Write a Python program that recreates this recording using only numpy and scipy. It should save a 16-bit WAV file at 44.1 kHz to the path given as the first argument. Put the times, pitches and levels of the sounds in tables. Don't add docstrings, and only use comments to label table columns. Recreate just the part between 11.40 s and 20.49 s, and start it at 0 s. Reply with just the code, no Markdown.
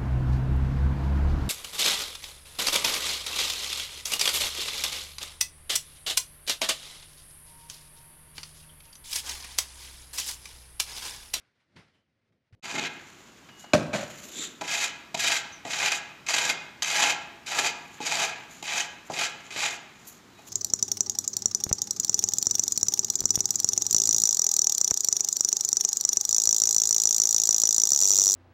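import sys
import numpy as np
from scipy import signal
from scipy.fft import rfft, irfft, next_fast_len
from scipy.io import wavfile

SR = 44100
rng = np.random.default_rng(int(sys.argv[2]) if len(sys.argv) > 2 else 0)


def nominal_scale(level):
    x = np.asarray(level, float) / 20
    return 10 ** x


def unload_audio(sound):
    columns = np.transpose(np.atleast_2d(sound))
    steps = np.round(np.clip(columns, -1, 1) * 32767)
    wavfile.write(sys.argv[1], SR, steps.astype(np.int16))


N = 400869

# time_s, grit_db, blade_body_rel_db, blade_low_rel_db
STROKES = [
    [(1.226, -55, 14, -1), (1.244, -45, 3.5, -1), (1.37, -42.5, 5.5, 2), (1.48, -49.5, 15, 0.5),
     (1.5, -76, 1, -6)],
    [(3.22, -37, -13, 12), (3.23, -50.5, 2, 3), (3.308, -35, 3, -10), (3.448, -32.5, 0, -8.5),
     (3.52, -54, 11, -10)],
    [(3.75, -29, 0.5, -2.5), (3.76, -52, 9, -6), (3.802, -28.5, -1, -33), (3.948, -30, 0.5, -12),
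     (4.01, -45, -4, -11)],
    [(4.26, -53, -2, 8), (4.318, -36.5, 0, -9), (4.436, -31.5, 4, 1), (4.544, -36, 5, -15),
     (4.558, -29.5, -5, -28), (4.6, -52, 2, -2)],
    [(4.87, -41, 6, -11), (4.876, -50, 2, -8), (4.888, -31.5, 0.5, -7), (5.108, -32, 2, -3),
     (5.15, -52, -3, -18)],
    [(5.43, -20.5, -24, -11), (5.438, -38, 3, -7), (5.484, -33.5, -0.5, -9.5), (5.666, -30, 4, 0.5),
     (5.704, -27, 0, -7), (5.75, -56, 9, -2)],
    [(6.065, -36, -3, -12), (6.115, -35, 3.5, -1), (6.201, -31.5, -3, -2.5), (6.267, -31, 1, 0.5),
     (6.33, -59, 9, -18)],
    [(6.61, -46, 2, -7), (6.64, -42.5, 4.5, -17), (6.664, -35.5, 2, -6.5), (6.824, -31.5, 1.5, 0),
     (6.852, -32.5, 0, -2.5), (6.93, -53.5, 10, -9)],
    [(7.23, -45.5, -8, -14), (7.29, -42, 10, -4), (7.33, -37, 4, -0.5), (7.398, -30, -2, -5.5),
     (7.47, -55, 6, -21)],
    [(7.705, -48.5, -9, 0), (7.765, -40, 3, -6), (7.819, -31, 4.5, 1.5), (7.853, -32, 3.5, -19),
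     (7.92, -61, -1, -2)],
    [(8.11, -48.5, -3, -4), (8.202, -32, 1.5, -9), (8.272, -34, 0, -6), (8.362, -46, -2, -2),
     (8.39, -73, 6, -5)],
]
# start_s, peak_db, thud_rel_db, low_rel_db, bright_rel_db, dies_s
JOLTS = [(1.357, -25, -14, 2, -17, 0.12), (1.449, -18, -24, -28, -32, 0.08),
         (2.0887, -37.5, -37, -3, -28, 0.097), (2.2424, -43, 4, 15, 1, 0.044),
         (3.2115, -20, -1, -5, -3, 0.05), (3.2794, -17.5, -54, -18, -3, 0.068),
         (3.7448, -18, -3, -4, 1, 0.041), (3.7753, -21, -10, -23, 4, 0.033),
         (3.7988, -16, -21, -27, -7, 0.021), (3.8397, -15.5, -12.5, -18, -11, 0.15),
         (3.896, -22, -15, -1.5, -15, 0.15), (3.9174, -16.5, -40, -21, -5, 0.15),
         (4.251, -24, -1, -14, -11, 0.068), (4.3077, -19, -31, -27, -12, 0.071),
         (4.3324, -13.5, -35, -21, -11, 0.087), (4.5187, -15, -37, -3, -0.5, 0.074),
         (4.8653, -22, -26, -26, -1, 0.047), (4.8864, -12, -31, -18, -5, 0.037),
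         (4.9394, -9, -32, -23, -11, 0.065), (4.9826, -10, -21, -16, -11, 0.04),
         (5.423, -9.5, -33, -14, -1, 0.035), (5.6374, -7, -33, -8, -12, 0.039),
         (6.1879, -6, -15.5, -11, -3, 0.052), (6.6037, -25.5, 7, 5.5, -4, 0.027),
         (6.626, -23, -17, -19, -6, 0.065), (6.7371, -22, -22, -12, 4, 0.056),
         (7.227, -20, -4, -7.5, 4.5, 0.028), (7.277, -19.5, -26, -24, -16, 0.078),
         (7.4006, -15, -24, -32, -5, 0.08), (7.6988, -32, 14.5, 1, -6, 0.047),
         (7.7385, -23.5, -13, -15, -2, 0.055), (7.788, -19.5, -24, -17, 2, 0.11),
         (8.106, -24, -19, -16, -10, 0.063), (8.1244, -26, -22, -23, -10, 0.059),
         (8.1623, -15, -12, -22, -18, 0.05), (8.2297, -16, -24, -11.5, -12, 0.15),
         (8.2544, -16, -33, -22, -9, 0.15), (8.9904, -39.5, 1, -16, -5, 0.045)]
SCRAPE_EDGES_HZ = [60, 480, 1200, 4500, 16000]
# pitch_hz, width_hz, level_db
BLADE_MODES = [(677.7, 37, -5.5), (844.6, 32, 0.5), (1363, 56, -8.5), (1659, 59, -0.5), (2119, 84, 2),
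               (2448, 120, -1), (3250, 210, -14.5), (3990, 58, -9.5), (4790, 50, -30), (6800, 550, -3)]
# pitch_hz, level_db (per Hz)
GRIT_COLOUR = [(35, -50), (60, -30), (164, -18.5), (566, -13.5), (682, -5.5), (1060, -7.5), (2470, -1.5),
               (2770, -2.5), (4530, -5.5), (7060, -6.5), (9570, -19.5), (12100, -21), (16000, -35)]
# time_s, hiss_db, coarse_rel_db, dust_rel_db
SAND_FALLS = [
    [(1.5, -62, 11, -17), (1.604, -65, 22, -18), (1.628, -58, 12, -17), (1.966, -65, 8, -19),
     (2.164, -76, 14, -9), (2.198, -48.5, -13, -8), (2.278, -67.5, 19, -10), (2.318, -72, 6, -10)],
    [(2.52, -62, 2, -14), (2.54, -45, 16.5, -19), (2.674, -53.5, 12, -7), (2.884, -50, 2, 0),
     (3.032, -38, 6, -21), (3.13, -61, 5, -1), (3.2, -68, 0, -2)],
    [(6.36, -63, 8, -14), (6.508, -63, 5, 3), (6.544, -52.5, 1, -13), (6.59, -67, 25, 5)],
    [(6.96, -58, 27, -16), (7.092, -65, 10, -8), (7.12, -54.5, 6, -2), (7.21, -59, 6, -11)],
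    [(7.5, -68, 6, -16), (7.616, -77, 8, -9), (7.682, -55, 0, -3), (7.69, -75, 1, -7)],
    [(7.94, -73, 7, -21), (8.01, -62, 17, -19), (8.03, -59, 9, -22), (8.09, -56, 15, -22)],
    [(8.42, -72, 0, -11), (8.478, -72, 1, -11), (8.636, -62.5, 2, -14), (8.676, -46.5, -8, 13),
     (8.832, -72, -13, -7), (8.968, -72, 13, 2), (9.09, -48, -8, 2)],
]
# pitch_hz, level_db (per Hz)
SAND_COLOUR = [(1500, 10), (2800, 6), (3600, 0.5), (4300, -3), (5300, -14), (7100, -2.5), (8000, -18.5),
               (8600, -19), (11700, -6), (15500, -8)]
# start_s, blow_db, hardness_hz, clatter_db, clatter_dies_s
KNOCKS = [
    (2.3343, -8, 7000, -15.5, 0.067),
    (2.3368, -12, 1500, -17, 0.095),
    (2.347, -9, 910, -29, 0.38),
    (2.531, -27, 4960, -26.5, 0.11),
    (2.538, -19, 3000, -28, 0.12),
    (2.547, -16, 1250, -29.5, 0.34),
    (2.629, -35, 4000, -37, .1),
]
# pitch_hz, level_db, t60_s
PLANK_MODES = [(163, -4.5, 0.068), (210, -3.5, 0.088), (293, -8.5, 0.059), (505, -10.5, 0.039),
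               (567, -3.5, 0.091), (610, 3.5, 0.074), (783, -5, 0.047), (1082, -14, 0.057),
               (1440, -16, 0.042), (1546, -9, .07), (2300, 3, 0.017), (2520, 6, 0.015), (4020, -1.5, 0.019),
               (6960, -0.5, .012)]
# pitch_hz, level_db (per Hz)
CLATTER_COLOUR = [(41, -40), (70, -10.5), (308, -5.5), (403, -17), (578, -1), (969, -14.5), (1550, -16),
                  (1820, -18.5), (6830, -25), (15000, -52)]
# start_s, pitch_hz, level_db, t60_s
PINGS = [
    (1.98, 4800, -64, .1),
    (2.0, 2800, -64, .1),
    (2.03, 3100, -60, .3),
    (2.091, 2891, -57, 30.0),
    (8.9, 4000, -63, .4),
    (8.95, 3850, -59, .4),
    (8.975, 2500, -54, .25),
]
# time_s, rumble_db
RUMBLE = [
    [(1.24, -56), (1.336, -56), (1.35, -34.5), (1.458, -53.5), (1.55, -82)],
    [(2.85, -52.5), (2.926, -58), (2.984, -44), (3.13, -67), (3.15, -65)],
]
# time_s, level_db
SWISH = [
    (2.88, -60),
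    (2.992, -37),
    (3.036, -38),
    (3.076, -42),
    (3.11, -74),
]
# pitch_hz, width_hz, level_db
SOLE_MODES = [(3620, 650, 1.2), (7280, 610, 1)]
# time_s, level_db, pitch_hz
CHIRP = [
    (4.117, -77, 5560),
    (4.125, -45, 6200),
    (4.147, -45, 6080),
    (4.15, -59, 5970),
    (4.16, -48, 5900),
    (4.2, -66, 5800),
]
# pitch_hz, t60_s, level_db
YARD_ECHO = [(116, 0.72, -19.5), (370, 0.79, -18.5), (1080, 0.82, -17), (2270, 0.8, -18.5),
             (4860, 0.46, -17.5), (7000, 0.15, -31), (11900, 0.55, -37)]
# pitch_hz, level_db (per Hz)
SITE_COLOUR = [(15, -36), (25, -17), (49, -8), (157, 1.5), (363, -1), (503, -9), (1230, -6.5), (1440, -8.5),
               (5570, -17.5), (6920, -17.5), (9320, -29), (14800, -29), (16000, -38)]
# time_s, rustle_db, hum_rel_db
INDOORS = [(0.0, -68, -2), (0.116, -80, -1), (0.196, -77, 0), (0.204, -71.5, -11), (0.264, -80.5, 3),
           (0.354, -75, 6), (0.364, -58, 2.5), (0.524, -75.5, 0), (0.562, -73, 4), (0.654, -85, 5),
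           (0.892, -82.5, 4), (0.914, -89, 19), (1.1, -84, -4), (1.11, -91, 19)]
# pitch_hz, level_db (per Hz)
RUSTLE_COLOUR = [(350, -48), (600, -13), (1160, -12), (2070, -8.5), (2540, -13), (5120, -19.5), (8050, -33),
                 (8990, -31), (16000, -58)]
# pitch_hz, level_db (per Hz)
HUM_COLOUR = [(15, -51), (25, -21), (64, -6), (109, 1.5), (494, -11), (549, -10), (900, -24), (1170, -48),
              (1980, -120)]
# start_s, thud_hz, thud_db, t60_s, scuff_db
STEPS = [
    (0.362, 172, -49, 0.18, -59),
    (0.922, 148, -71, 0.12, -78),
    (1.125, 104, -47, 0.44, -65),
]
# start_s, pitch_hz, level_db, t60_s
SQUEAKS = [
    (.004, 1495, -76, .5),
    (.385, 8750, -74, .08),
    (.365, 2000, -66, .3),
    (.535, 3050, -74, .35),
]

SITE_DB = -54
THUD_END_S, ROOM_END_S, SITE_START_S, FADE_IN_S = 1.15, 1.197, 1.224, 0.015
MIC_LOW_HZ, MIC_TOP_HZ = 32, 15800


def shovel():
    live, grit_db, body_db, low_db = in_time(STROKES)
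    chatter = nominal_scale(2.11 * drift(31.7) + 1.23 * drift(113))
    range_db = (low_db - 10, low_db - 4.0, body_db - 2.0, -1.5)
    power = [live * (nominal_scale(grit_db + rel) * chatter) ** 2 for rel in range_db]
    for s, db, thud, low, bright, dies_s in JOLTS:
        for total, rel, longer in zip(power, (thud, low, 0, bright), (1.6, 0.71, 0.71, 0.6)):
            add_power(total, s - .0015, max(dies_s, .005) * longer, .003, nominal_scale(db - 6.5 + rel))
    grit = colour(grains(per_s=9000, spread_db=3.0), GRIT_COLOUR)
    ranges = [rms_one(band(grit, a, b)) for a, b in zip(SCRAPE_EDGES_HZ, SCRAPE_EDGES_HZ[1:])]
    direct = sum((-1) ** k * np.sqrt(p) * x for k, (p, x) in enumerate(zip(power, ranges)))
    return nominal_scale(-3.5) * direct + blade(direct)


def blade(drive):
    main = np.zeros(N)
    for hz, width_hz, db in BLADE_MODES:
        main += resonate(drive * nominal_scale(db + 1.5 + 2.25 * drift(21.4)), hz, width_hz)
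    small = np.zeros(N)
    small_hz = np.geomspace(1000, 13000, num=24) * nominal_scale(rng.normal(0, .2, size=24))
    for k, hz in enumerate(small_hz):
        small += (-1) ** k * resonate(drive * nominal_scale(5.35 * drift(30)), hz, 30 + .025 * hz)
    return main + nominal_scale(-8.5) * small


def sand():
    live, hiss_db, coarse_db, dust_db = in_time(SAND_FALLS)
    fall = colour(grains(per_s=12000, spread_db=3.0), SAND_COLOUR)
    coarse = rms_one(band(fall, 1500, 5200))
    fine = rms_one(band(fall, 5200, 8600))
    dust = rms_one(band(fall, 8600, 16000))
    mixture = fine - nominal_scale(coarse_db - 11.0) * coarse - nominal_scale(dust_db - 11.2) * dust
    return live * nominal_scale(hiss_db + 2.8 * drift(42)) * mixture


def plank():
    force, power = np.zeros(N), np.zeros(N)
    for s, db, hard_hz, clatter_db, dies_s in KNOCKS:
        softening = signal.butter(2, hard_hz, fs=SR, output="sos")
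        click = signal.sosfilt(softening, np.arange(400) == 0)
        force[round(s * SR):][:len(click)] += nominal_scale(db) * click
        add_power(power, s, dies_s, .0015, nominal_scale(clatter_db + 1.5))
    wood = sum((-1) ** k * nominal_scale(db - 7) * ring(force, hz, t60) for k, (hz, db, t60) in enumerate(PLANK_MODES))
    clatter = colour(grains(per_s=10000, spread_db=3.5), CLATTER_COLOUR)
    return band(wood, 95, 10000) + np.sqrt(power) * clatter


def pings():
    t = np.arange(N) / SR
    knock_s = KNOCKS[0][0]
    out = np.zeros(N)
    for s, hz, db, t60 in PINGS:
        undamped = (t < knock_s) | (s > knock_s)
        out += nominal_scale(db) * burst(s, t60, rise_s=0.0017) * undamped * np.sin(2 * np.pi * hz * t)
    return out


def boots():
    shifting, rumble_db = in_time(RUMBLE)
    moving, swish_db = in_time([SWISH])
    dust = grains(per_s=20000, spread_db=5.5)
    sole = np.zeros(N)
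    for hz, width_hz, db in SOLE_MODES:
        sole += nominal_scale(db) * rms_one(resonate(resonate(dust, hz, width_hz), hz, width_hz))
    rumble = rms_one(band(rng.standard_normal(N), 176, 430))
    return shifting * nominal_scale(rumble_db - 1.5) * rumble + moving * nominal_scale(swish_db - 3.5) * sole


def sparrow():
    live, db, hz = in_time([CHIRP])
    warble_hz = 250 * np.sin(2 * np.pi * 150 * np.arange(N) / SR)
    return live * nominal_scale(db) * np.sin(2 * np.pi * np.cumsum(hz + warble_hz) / SR)


def yard(x):
    t = np.arange(int(1.5 * SR)) / SR
    echo = np.zeros(len(t))
    for hz, t60, db in YARD_ECHO:
        noise = rms_one(band(rng.standard_normal(len(t)), hz / 1.516, hz * 1.573))
        echo += nominal_scale(db - 60 * t / t60) * noise / np.sqrt(t60 * SR / 14)
    first_wall = np.clip((t - .008) / 0.0067, 0, 1)
    return signal.fftconvolve(x, echo * first_wall)[:N]


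def distant_site():
    return nominal_scale(SITE_DB + 0.47 * drift(24)) * colour(rng.standard_normal(N), SITE_COLOUR)


def indoors():
    live, rustle_db, hum_db = in_time([[*INDOORS, (ROOM_END_S, *INDOORS[-1][1:])]])
    rustle = colour(rng.standard_normal(N), RUSTLE_COLOUR)
    hum = colour(rng.standard_normal(N), HUM_COLOUR)
    out = nominal_scale(rustle_db + .8 * drift(30)) * (rustle + nominal_scale(hum_db) * hum)
    t = np.arange(N) / SR
    for s, hz, db, t60, scuff_db in STEPS:
        thud = nominal_scale(db) * np.sin(2 * np.pi * hz * (t - s))
        out += burst(s, t60, rise_s=0.0012) * (thud + nominal_scale(scuff_db) * rustle) * (t < THUD_END_S)
    friction = rng.standard_normal(N)
    for s, hz, db, t60 in SQUEAKS:
        out += nominal_scale(db) * burst(s, t60, rise_s=0.0036) * rms_one(resonate(friction, hz, .06 * hz))
    return out


def rms_one(x):
    return x / np.sqrt(np.mean(x ** 2) + 1e-20)


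def in_time(spans, lead_s=.007, tail_s=.03):
    t = np.arange(N) / SR
    rows, live = [], np.zeros(N, bool)
    for span in spans:
        first, last = span[0], span[-1]
        start_s, end_s = first[0] - lead_s, last[0] + tail_s
        rows += [(start_s, first[1] - 30, *first[2:]), *span, (end_s, last[1] - 25, *last[2:])]
        live |= (t > start_s) & (t < end_s)
    s, *columns = np.transpose(rows)
    return [live] + [np.interp(t, s, c) for c in columns]


def band(x, low_hz, high_hz):
    edges_hz = [low_hz, min(high_hz, .45 * SR)]
    return signal.sosfilt(signal.butter(2, edges_hz, "band", fs=SR, output="sos"), x)


def colour(x, spectrum):
    hz, db = np.transpose(spectrum)
    size = next_fast_len(N)
    grid_hz = np.arange(size // 2 + 1) * SR / size + 1
    gain = nominal_scale(np.interp(np.log(grid_hz), np.log(hz), db))
    return rms_one(irfft(rfft(x, size) * gain, size)[:N])


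def drift(rate_hz):
    r = np.exp(-32 * np.pi * rate_hz / SR)
    noise = rng.standard_normal(N // 16 + 3002)
    slow = signal.lfilter([1], [1, -2 * r, r * r], noise)[3000:]
    return np.interp(np.arange(N) / 16, np.arange(len(slow)), rms_one(slow))


def grains(per_s, spread_db):
    sizes = nominal_scale(spread_db * np.minimum(rng.exponential(1, N), 5)) * rng.choice([-1, 1], N)
    return sizes * (rng.random(N) < per_s / SR)


def ring(x, hz, t60):
    r, w = nominal_scale(-60 / (t60 * SR)), 2 * np.pi * hz / SR
    return signal.lfilter([0, np.sin(w)], [1, -2 * r * np.cos(w), r * r], x + 1e-18)


def resonate(x, hz, width_hz):
    r = np.exp(-np.pi * width_hz / SR)
    poles = [1, -2 * r * np.cos(2 * np.pi * hz / SR), r * r]
    return signal.lfilter([(1 - r * r) / 2, 0, (r * r - 1) / 2], poles, x + 1e-18)


def burst(s, dies_s, rise_s):
    t = np.clip(np.arange(N) / SR - s, 0, 3 * dies_s)
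    return (1 - np.exp(-t / rise_s)) * nominal_scale(-60 * t / dies_s) * (t < 3 * dies_s)


def add_power(total, s, dies_s, rise_s, gain):
    t = np.arange(int(2 * dies_s * SR)) / SR
    at = round(s * SR)
    envelope = gain * (1 - np.exp(-t / rise_s)) * nominal_scale(-60 * t / dies_s)
    total[at:at + len(t)] += (envelope ** 2)[:N - at]


def scene():
    t = np.arange(N) / SR
    work = shovel() + sand() + boots() + sparrow()
    near = plank() + pings()
    site = work + near + yard(work + nominal_scale(-5) * near) + distant_site()
    fade_in = np.clip((t - SITE_START_S) / FADE_IN_S, 0, 1)
    return (indoors() * (t < ROOM_END_S) + site * fade_in)[None]


def low_pass(x):
    return signal.sosfilt(signal.butter(12, 16510, fs=SR, output="sos"), x)


def record(dry):
    bass_loss = signal.butter(1, MIC_LOW_HZ, "high", fs=SR, output="sos")
    top_loss = signal.cheby2(14, 45, MIC_TOP_HZ, fs=SR, output="sos")
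    heard = signal.sosfilt(top_loss, signal.sosfilt(bass_loss, dry))
    return low_pass(heard)


dry = scene()
out = record(dry)
unload_audio(out)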